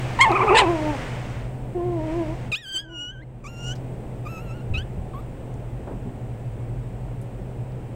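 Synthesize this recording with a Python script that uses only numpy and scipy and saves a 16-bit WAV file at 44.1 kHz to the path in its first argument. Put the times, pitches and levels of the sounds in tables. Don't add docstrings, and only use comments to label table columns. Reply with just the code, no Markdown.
import sys
import numpy as np
from scipy import signal
from scipy.fft import rfft, irfft, next_fast_len
from scipy.io import wavfile
from scipy.ndimage import uniform_filter1d

SR = 44100
rng = np.random.default_rng(int(sys.argv[2]) if len(sys.argv) > 2 else 0)


def wav_out(sig):
    wavfile.write(sys.argv[1], SR, np.round(np.clip(np.atleast_2d(sig).T, -1, 1) * 32767).astype(np.int16))


N = 350595
TIME = np.arange(N) / SR
TOP_HZ = 15850
# t/s, f/Hz, fundamental level/dB
SNARL = [(0.29, 388, -26.5), (0.326, 333, -22.5), (0.362, 399, -31.5), (0.418, 363, -29),
         (0.442, 457.8, -21.5), (0.48, 417.7, -28.5), (0.51, 354.5, -17), (0.56, 504.8, -20),
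         (0.59, 432.6, -26.5), (0.616, 412, -27), (0.666, 318, -21.5), (0.7, 354, -18.5),
         (0.782, 308.1, -28.5), (0.902, 301.6, -24), (0.94, 279, -36), (0.97, 255.3, -24)]


def gain_of(db):
    return 10 ** (np.asarray(db) / 20)


def evened(x):
    return x / np.sqrt(np.mean(x ** 2) + 1e-20)


def colour(points, hz):
    table_hz, db = np.transpose(points)
    return gain_of(np.interp(np.log(hz + 1), np.log(table_hz), db))


def noise(points, size):
    spectrum = rfft(rng.standard_normal(size))
    shape = colour(points, np.fft.rfftfreq(size, 1 / SR))
    return evened(irfft(spectrum * shape, size))


def wander(rate_hz, size):
    padded = next_fast_len(size + 4096)
    hz = np.fft.rfftfreq(padded, 1 / SR)
    slowed = rfft(rng.standard_normal(padded)) / (1 + (hz / rate_hz) ** 4)
    return evened(irfft(slowed, padded)[:size])


def add(mix, s, sound):
    part = mix[round(s * SR):][:len(sound)]
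    part += sound[:len(part)]


def controls(rows):
    s, *columns = np.transpose(rows)
    t = np.arange(s[0], s[-1], 1 / SR)
    return t, *[np.interp(t, s, c) for c in columns]


def envelope(t, attack_s, release_s):
    attack = np.clip((t - t[0]) / attack_s, 0, 1)
    return attack * np.clip((t[-1] - t) / release_s, 0, 1)


def folds(hz, low_db, upper_db, shut, opened, mouth, jitter, shimmer, rasp, flutter_hz, count,
          patchy_db=3.5, blur_hz=8000):
    size = len(hz)
    phase = 2 * np.pi * np.cumsum(hz * (1 + jitter * wander(flutter_hz, size))) / SR
    order = np.arange(1, count + 1)[:, None]
    upper_hz = order[len(low_db):] * hz
    upper = colour(shut, upper_hz) ** (1 - mouth) * colour(opened, upper_hz) ** mouth
    upper *= upper_hz < TOP_HZ
    upper *= gain_of(patchy_db * np.array([wander(34, size) for _ in upper_hz]))
    upper /= (1 + (upper_hz / blur_hz) ** 4) ** .5
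    upper *= gain_of(upper_db) / np.linalg.norm(upper, axis=0)
    heights = np.vstack([gain_of(low_db), upper])
    flutter = 1 + shimmer * np.array([wander(flutter_hz, size) for _ in order])
    flutter /= np.sqrt(1 + shimmer ** 2)
    tone = np.sqrt(2) * (heights * flutter * np.sin(order * phase)).sum(0)
    air = (1 - mouth) * noise(shut, size) + mouth * noise(opened, size)
    spurts = 1 + .5 * wander(flutter_hz, size)
    puffs = rasp * gain_of(upper_db) * air * (1 + np.cos(phase)) * spurts
    return (tone + puffs) * signal.windows.tukey(size, min(1, 0.0033 * SR / size))


def background_level():
    dip_s, fall_s, dip_db, recover_s, bow = 2.52, 0.04, -15.5, 1.22, 1.78
    level_db, start_db, start_fade_s, drift_db_per_s = -0.41, 3.5, 0.45, -0.1852
    fall = np.clip((TIME - dip_s) / fall_s, 0, 1)
    recovered = np.clip((TIME - dip_s) / recover_s, 0, 1) ** bow
    settling_db = level_db + start_db * np.exp(-TIME / start_fade_s)
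    settling_db += drift_db_per_s * (TIME - TIME.mean())
    return gain_of(settling_db + dip_db * fall * (1 - recovered))


def background(treble_depth=1.3):
    # f/Hz, level/dB before the background level, wavering share
    hum_lines = [(125.85, -35, .25), (114.3, -38, 0.78), (45.1, -40.5, 0.76), (239.8, -57.5, 0.26),
                 (751, -58, 0.96)]
    # f/Hz, relative level per Hz/dB
    air_colour = [(20, -1), (50, 3.5), (80, -0.5), (190, -1.5), (300, -6.5), (500, -8), (850, -15.5),
                  (1200, -26), (2600, -30.5), (4500, -44.5), (6500, -46), (8300, -37.5), (11500, -57.5),
                  (15600, -44.5)]
    # t/s, level/dB
    hiss_level = [(0, -35.5), (1, -34.5), (1.4, -43), (1.65, -66), (2.12, -42), (2.48, -46.5), (2.62, -100)]
    # f/Hz, relative level per Hz/dB
    hiss_colour = [(200, 0), (700, 6.5), (1200, -0.5), (2100, 0), (3000, -5.5), (4000, -14), (8300, -19),
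                   (11500, -36), (15500, -33.5)]
    hum, level = np.zeros(N), background_level()
    for hz, db, waver in hum_lines:
        drift = 1 - waver + waver * (wander(5.9, N) + 1j * wander(2.3, N))
        line = drift * np.exp(2j * np.pi * (hz * TIME + rng.random()))
        hum += gain_of(db) * evened(line.real)
    air = gain_of(-35.5) * noise(air_colour, N)
    high_pass = signal.butter(2, 3000, "high", fs=SR, output="sos")
    treble = signal.sosfiltfilt(high_pass, air)
    hiss = gain_of(np.interp(TIME, *np.transpose(hiss_level))) * noise(hiss_colour, N)
    return level * (hum + air - treble) + level ** treble_depth * treble + hiss


def cry(t, hz, first_db, octave_db, upper_db, rough, throb=0.13):
    # f/Hz, relative level/dB
    throat = [(900, -10), (1600, -11), (2500, 11.5), (3200, -1), (4400, -8), (5700, -24.5), (8000, -9),
              (10500, -33.5), (15500, -44.5)]
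    voice = folds(hz, [first_db, octave_db], upper_db, throat, throat, 0.71, jitter=.094 * rough,
                  shimmer=1.4 * rough, rasp=2.2 * rough, flutter_hz=300, count=16)
    snarl_s, snarl_hz, _ = np.transpose(SNARL)
    snarl_phase = 2 * np.pi * np.cumsum(np.interp(t, snarl_s, snarl_hz)) / SR
    depth = np.clip(throb * np.sqrt(abs(rough)) * (t > snarl_s[0]), 0, 1)
    return voice * (1 + depth * np.cos(snarl_phase)) / np.sqrt(1 + depth ** 2 / 2)


def yelps(scoop_s=0.0033, follows=.03, attack_s=0.0028):
    # t/s, f/Hz before the scoop, effort/dB
    YIP = [(0.188, 975, -28.5), (0.2, 878, -27), (0.212, 1055, -9.5), (0.222, 1065, -11),
           (0.24, 1110, -18.5), (0.26, 888, -27), (0.3, 884, -41)]
    # t/s, f/Hz, effort/dB
    BARK = [(0.544, 907.6, -26), (0.554, 905, -23.5), (0.572, 888, -17), (0.588, 1053, -16),
            (0.614, 903, -24.5), (0.626, 784, -34), (0.65, 749.6, -36)]
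    # curve, fundamental level/dB, octave re effort/dB, upper overtones re effort/dB,
    # roughness 0-1, opening scoop/share of pitch
    calls = [(YIP, -17.5, 0, -9.5, 0.12, .22), (BARK, -17.5, -2.3, -0.5, 0.34, 0)]
    out = np.zeros(N)
    for rows, first_db, octave_db, upper_db, rough, scoop in calls:
        t, hz, effort = controls(rows)
        hz = hz * (1 + scoop * np.exp(-(t - t[0]) / scoop_s))
        fundamental = first_db + follows * (effort - effort.mean())
        voice = cry(t, hz, fundamental, effort + octave_db, effort + upper_db, rough)
        add(out, t[0], voice * envelope(t, attack_s, release_s=.025))
    return out


def squeaks():
    # middle t/s, length/s, top f/Hz, peak fundamental level/dB,
    # octave re fundamental at the peak/dB, roughness 0-1
    calls = [(.3, 0.05, 836, -22, -33, 0.06), (0.327, 0.023, 1292, -23, -7.5, 0.04),
             (0.363, 0.035, 1254, -19, -5.5, 0.13), (0.392, .04, 1121, -21, -15.5, 0.4),
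             (0.421, .034, 1191, -19, -7, .15), (0.454, 0.041, 931, -23.5, -28, 0.4),
             (0.493, .042, 1280, -21, -5, 0.17)]
    sag, fade_db = .25, -5.5
    upper_db = -40
    out = np.zeros(N)
    for middle, length, top_hz, db, octave_db, rough in calls:
        t = middle + np.arange(-length / 2, length / 2, 1 / SR)
        edge = (2 * (t - middle) / length) ** 2
        level = db + fade_db * edge
        octave = level + octave_db + fade_db * edge
        voice = cry(t, top_hz * (1 - sag * edge), level, octave, level + upper_db, rough)
        add(out, t[0], voice)
    return out


def growls():
    # t/s, f/Hz, fundamental level/dB
    MOAN = [(1.745, 360, -29), (1.763, 357.5, -24.5), (1.813, 344, -25), (1.863, 359.8, -24),
            (1.943, 344, -25), (2.011, 306, -29), (2.049, 321, -29.5), (2.091, 308, -29),
            (2.179, 349.4, -24), (2.215, 331.4, -22.5), (2.269, 300, -36.5), (2.315, 321.7, -29.5),
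            (2.333, 336, -31), (2.36, 360, -41.5)]
    # t/s, f/Hz, fundamental level/dB
    FAINT_MOAN = [(2.74, 334, -40.5), (2.794, 307.8, -54), (2.936, 338, -40.5), (3.004, 287, -50),
                  (3.07, 292, -46)]
    # t/s, f/Hz, fundamental level/dB
    MURMUR = [(3.185, 333, -65), (3.214, 317, -44.5), (3.26, 291, -54.5)]
    # curve, overtones re level/dB, settled mouth opening 0-1, settled roughness 0-1
    calls = [(SNARL, -5, .42, .08), (MOAN, -7, 0, .07), (FAINT_MOAN, -11, 0.35, 0.3),
             (MURMUR, -12, .2, .15)]
    # f/Hz, relative level/dB
    opened = [(400, -7.5), (950, 7.5), (1250, 4), (1550, -22.5), (2200, -7.5), (2600, -0.5), (2950, -45.5),
              (8000, -45)]
    # f/Hz, relative level/dB
    shut = [(650, 4), (1000, -5.5), (1350, -31), (1850, -23), (2500, -32), (8000, -61)]
    snarl_end_s, settle_s = .62, .07
    snarl_mouth, snarl_rough, snarl_bright_db = 0.87, 0.644, 5
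    nasal_hz, nasal_db_per_hz = 325, -0.16
    smooth_s = .04
    out = np.zeros(N)
    for rows, overtones_db, calm_mouth, calm_rough in calls:
        t, hz, level = controls(rows)
        anger = np.clip(1 - (t - snarl_end_s) / settle_s, 0, 1)
        mouth = np.clip(calm_mouth + anger * (snarl_mouth - calm_mouth), 0, 1)
        rough = np.clip(calm_rough + anger * (snarl_rough - calm_rough), 0, 1)
        upper = uniform_filter1d(level, max(1, round(smooth_s * SR)))
        upper += overtones_db + snarl_bright_db * anger
        upper += nasal_db_per_hz * (hz - nasal_hz) * (1 - mouth) ** 2
        voice = folds(hz, [level], upper, shut, opened, mouth, jitter=.12 * rough ** 2,
                      shimmer=.7 * rough ** 2, rasp=0.4 * rough, flutter_hz=184, count=12,
                      patchy_db=2.5)
        add(out, t[0], voice * envelope(t, attack_s=0.0091, release_s=0.02))
    return out


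def claws():
    # t/s, level before decay/dB, centre f/Hz, decay/s
    ticks = [(0.317, -29, 4100, 0.0013), (3.754, -48.5, 5150, 0.012), (5.541, -50, 6930, .002),
             (7.214, -54.5, 9400, 0.015), (7.72, -56, 4540, 0.0027)]
    out, t = np.zeros(N), np.arange(SR // 4) / SR
    for s, db, hz, decay in ticks:
        scratch = noise([(hz / 2, -16), (hz, 0), (hz * 2, -22)], len(t))
        add(out, s, gain_of(db) * scratch * np.exp(-t / decay))
    return out


def tremble(t):
    # middle t/s, depth/share of the pitch
    bursts = [(2.69, .025), (2.88, 0.026)]
    rate_hz, spread_s = 22.2, .04
    ripple = np.zeros(len(t))
    for s, depth in bursts:
        swell = np.exp(-((t - s) / spread_s) ** 2)
        ripple += depth * np.cos(2 * np.pi * rate_hz * (t - s)) * swell
    return ripple


def whines(nose_swell_s=0.071):
    # t/s, f/Hz before the pitch ripples, effort = octave level/dB
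    LONG_WHINE = [(2.517, 1390, -28), (2.529, 1217, -24), (2.547, 1251, -23), (2.563, 1664, -33.5),
                  (2.587, 1900, -46), (2.605, 1901, -52.5), (2.659, 1546, -41), (2.739, 1591, -33),
                  (2.767, 1512, -23.5), (2.801, 1617, -33.5), (2.823, 1675, -51.5), (2.871, 1525, -63),
                  (2.957, 1422, -38), (3.021, 1444, -32), (3.105, 1495, -38.5), (3.129, 1597, -59),
                  (3.177, 1514, -57), (3.211, 1608, -67), (3.227, 2020, -71), (3.24, 1888, -66)]
    RISING_WHINE = [(3.44, 1265, -49), (3.454, 1122, -48), (3.468, 1193, -42.5), (3.488, 1394, -49),
                    (3.516, 1386, -54.5), (3.568, 1393, -49.5), (3.682, 1436, -36.5), (3.72, 1494, -36),
                    (3.745, 1520, -55)]
    FADING_WHINE = [(4.25, 1273, -54), (4.27, 1187, -42), (4.29, 1334, -49.5), (4.386, 1283, -44),
                    (4.436, 1420, -61.5), (4.512, 1306, -48), (4.556, 1440, -60), (4.612, 1370, -56),
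                    (4.63, 1484, -72)]
    SQUEAL = [(4.737, 1350, -38), (4.749, 1247, -27.5), (4.771, 1323, -32), (4.783, 1467, -31),
              (4.827, 1643, -53), (4.835, 1583, -53)]
    PEEP = [(5.133, 1325, -63), (5.142, 1050, -61), (5.212, 1256, -67)]
    # curve, fundamental offset/dB, share of effort that the fundamental follows,
    # upper overtones re effort with the mouth open/dB, nose hiss peak/dB,
    # mouth opening 0-1 at start, at end, roughness 0-1 at start, at end
    calls = [(LONG_WHINE, -1.5, 0.17, -9, -80, 0.87, 0.087, 0.33, 0.088),
             (RISING_WHINE, -1.2, 0.53, -1.2, -71, 0.37, 0.13, 0.33, 0.71),
             (FADING_WHINE, -0.74, 0.71, -8, -61.5, 0.56, 0.69, 0.66, .6),
             (SQUEAL, 1, .2, -14, -78, 0.9, 0.76, 0.62, 0.62), (PEEP, -2.5, 0, -2, -66, 0.99, .9, 0.55, .5)]
    # f/Hz, level before offset/dB
    muzzle = [(1050, -36), (1200, -42), (1290, -49.5), (1365, -53.5), (1450, -48), (1560, -44),
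              (1700, -48.5), (2000, -45.5)]
    # f/Hz, relative level/dB
    opened = [(3600, 6), (4800, -11), (6000, -20), (7800, -13.5), (9300, -21), (11500, -27), (13000, -29),
              (15300, -16)]
    # f/Hz, relative level/dB
    shut = [(3500, -35), (4400, -26), (5800, 3), (7200, -1), (8600, -18), (10200, -21), (12000, -33),
            (15000, -20)]
    # f/Hz, relative level per Hz/dB
    nose_colour = [(3000, -40), (10000, -19), (11600, -2), (12800, -1), (14000, -9), (15800, -13)]
    move_at, move_s = 0.466, .02
    flick, flick_s = 0.154, 0.0075
    quaver, quaver_hz = .006, 24
    shut_muffles_db = -9
    out = np.zeros(N)
    for (rows, offset_db, follows, upper_db, nose_db,
         mouth_start, mouth_end, rough_start, rough_end) in calls:
        t, hz, effort = controls(rows)
        flick_up = flick * np.exp((t - t[-1]) / flick_s)
        hz = hz * (1 + tremble(t) + flick_up + quaver * wander(quaver_hz, len(t)))
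        moved = (1 + np.tanh((t - t[0] - move_at * np.ptp(t)) / move_s)) / 2
        mouth = np.clip(mouth_start + (mouth_end - mouth_start) * moved, 0, 1)
        rough = np.clip(np.linspace(rough_start, rough_end, len(t)), 0, 1)
        first_db = np.interp(hz, *np.transpose(muzzle)) + offset_db
        first_db += follows * (effort - effort.mean())
        upper = effort + upper_db + shut_muffles_db * (1 - mouth)
        voice = folds(hz, [first_db, effort], upper, shut, opened, mouth, jitter=0.0194 * rough,
                      shimmer=0.19 * rough, rasp=.8 * rough, flutter_hz=278, count=12,
                      blur_hz=7300)
        age = (t - t[0]) / nose_swell_s
        hiss = gain_of(nose_db) * noise(nose_colour, len(t)) * age * np.exp(1 - age)
        add(out, t[0], (voice + hiss) * envelope(t, attack_s=0.0016, release_s=0.0054))
    return out


def paws():
    # t/s, level before onset and decay/dB, upper edge f/Hz, decay/s
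    thuds = [(4.7, -18, 82, 0.027), (4.768, -18, 80, 0.016), (4.978, -24, 90, 0.033),
             (5.871, -32, 860, 0.037), (5.909, -27.5, 400, 0.03), (6.051, -30, 350, 0.034)]
    out, t = np.zeros(N), np.arange(SR // 4) / SR
    for s, db, hz, decay in thuds:
        push = noise([(hz / 8, -6), (hz / 2, 0), (hz, -2), (hz * 2, -22), (hz * 20, -95)], len(t))
        onset = 1 - np.exp(-t / 0.0022)
        add(out, s, gain_of(db) * push * np.exp(-t / decay) * onset)
    return out


def room(x, t60=0.3, wet_db=-21):
    t = np.arange(SR // 2) / SR
    tail = noise([(200, 7), (3000, -7.5), (12000, -16.5)], len(t))
    tail *= gain_of(-60 * t / t60) * (t > .003)
    return x + gain_of(wet_db) * signal.fftconvolve(x, tail / np.linalg.norm(tail))[:N]


def scene():
    puppies = yelps() + squeaks() + growls() + claws() + whines() + paws()
    return (room(puppies) + background())[None]


def record(dry):
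    held = dry / (1 + (dry / .75) ** 6) ** (1 / 6)
    low_pass = signal.firwin(511, TOP_HZ, window=("kaiser", 9), fs=SR)
    return signal.oaconvolve(held, low_pass[None], "same")


dry = scene()
out = record(dry)
wav_out(out)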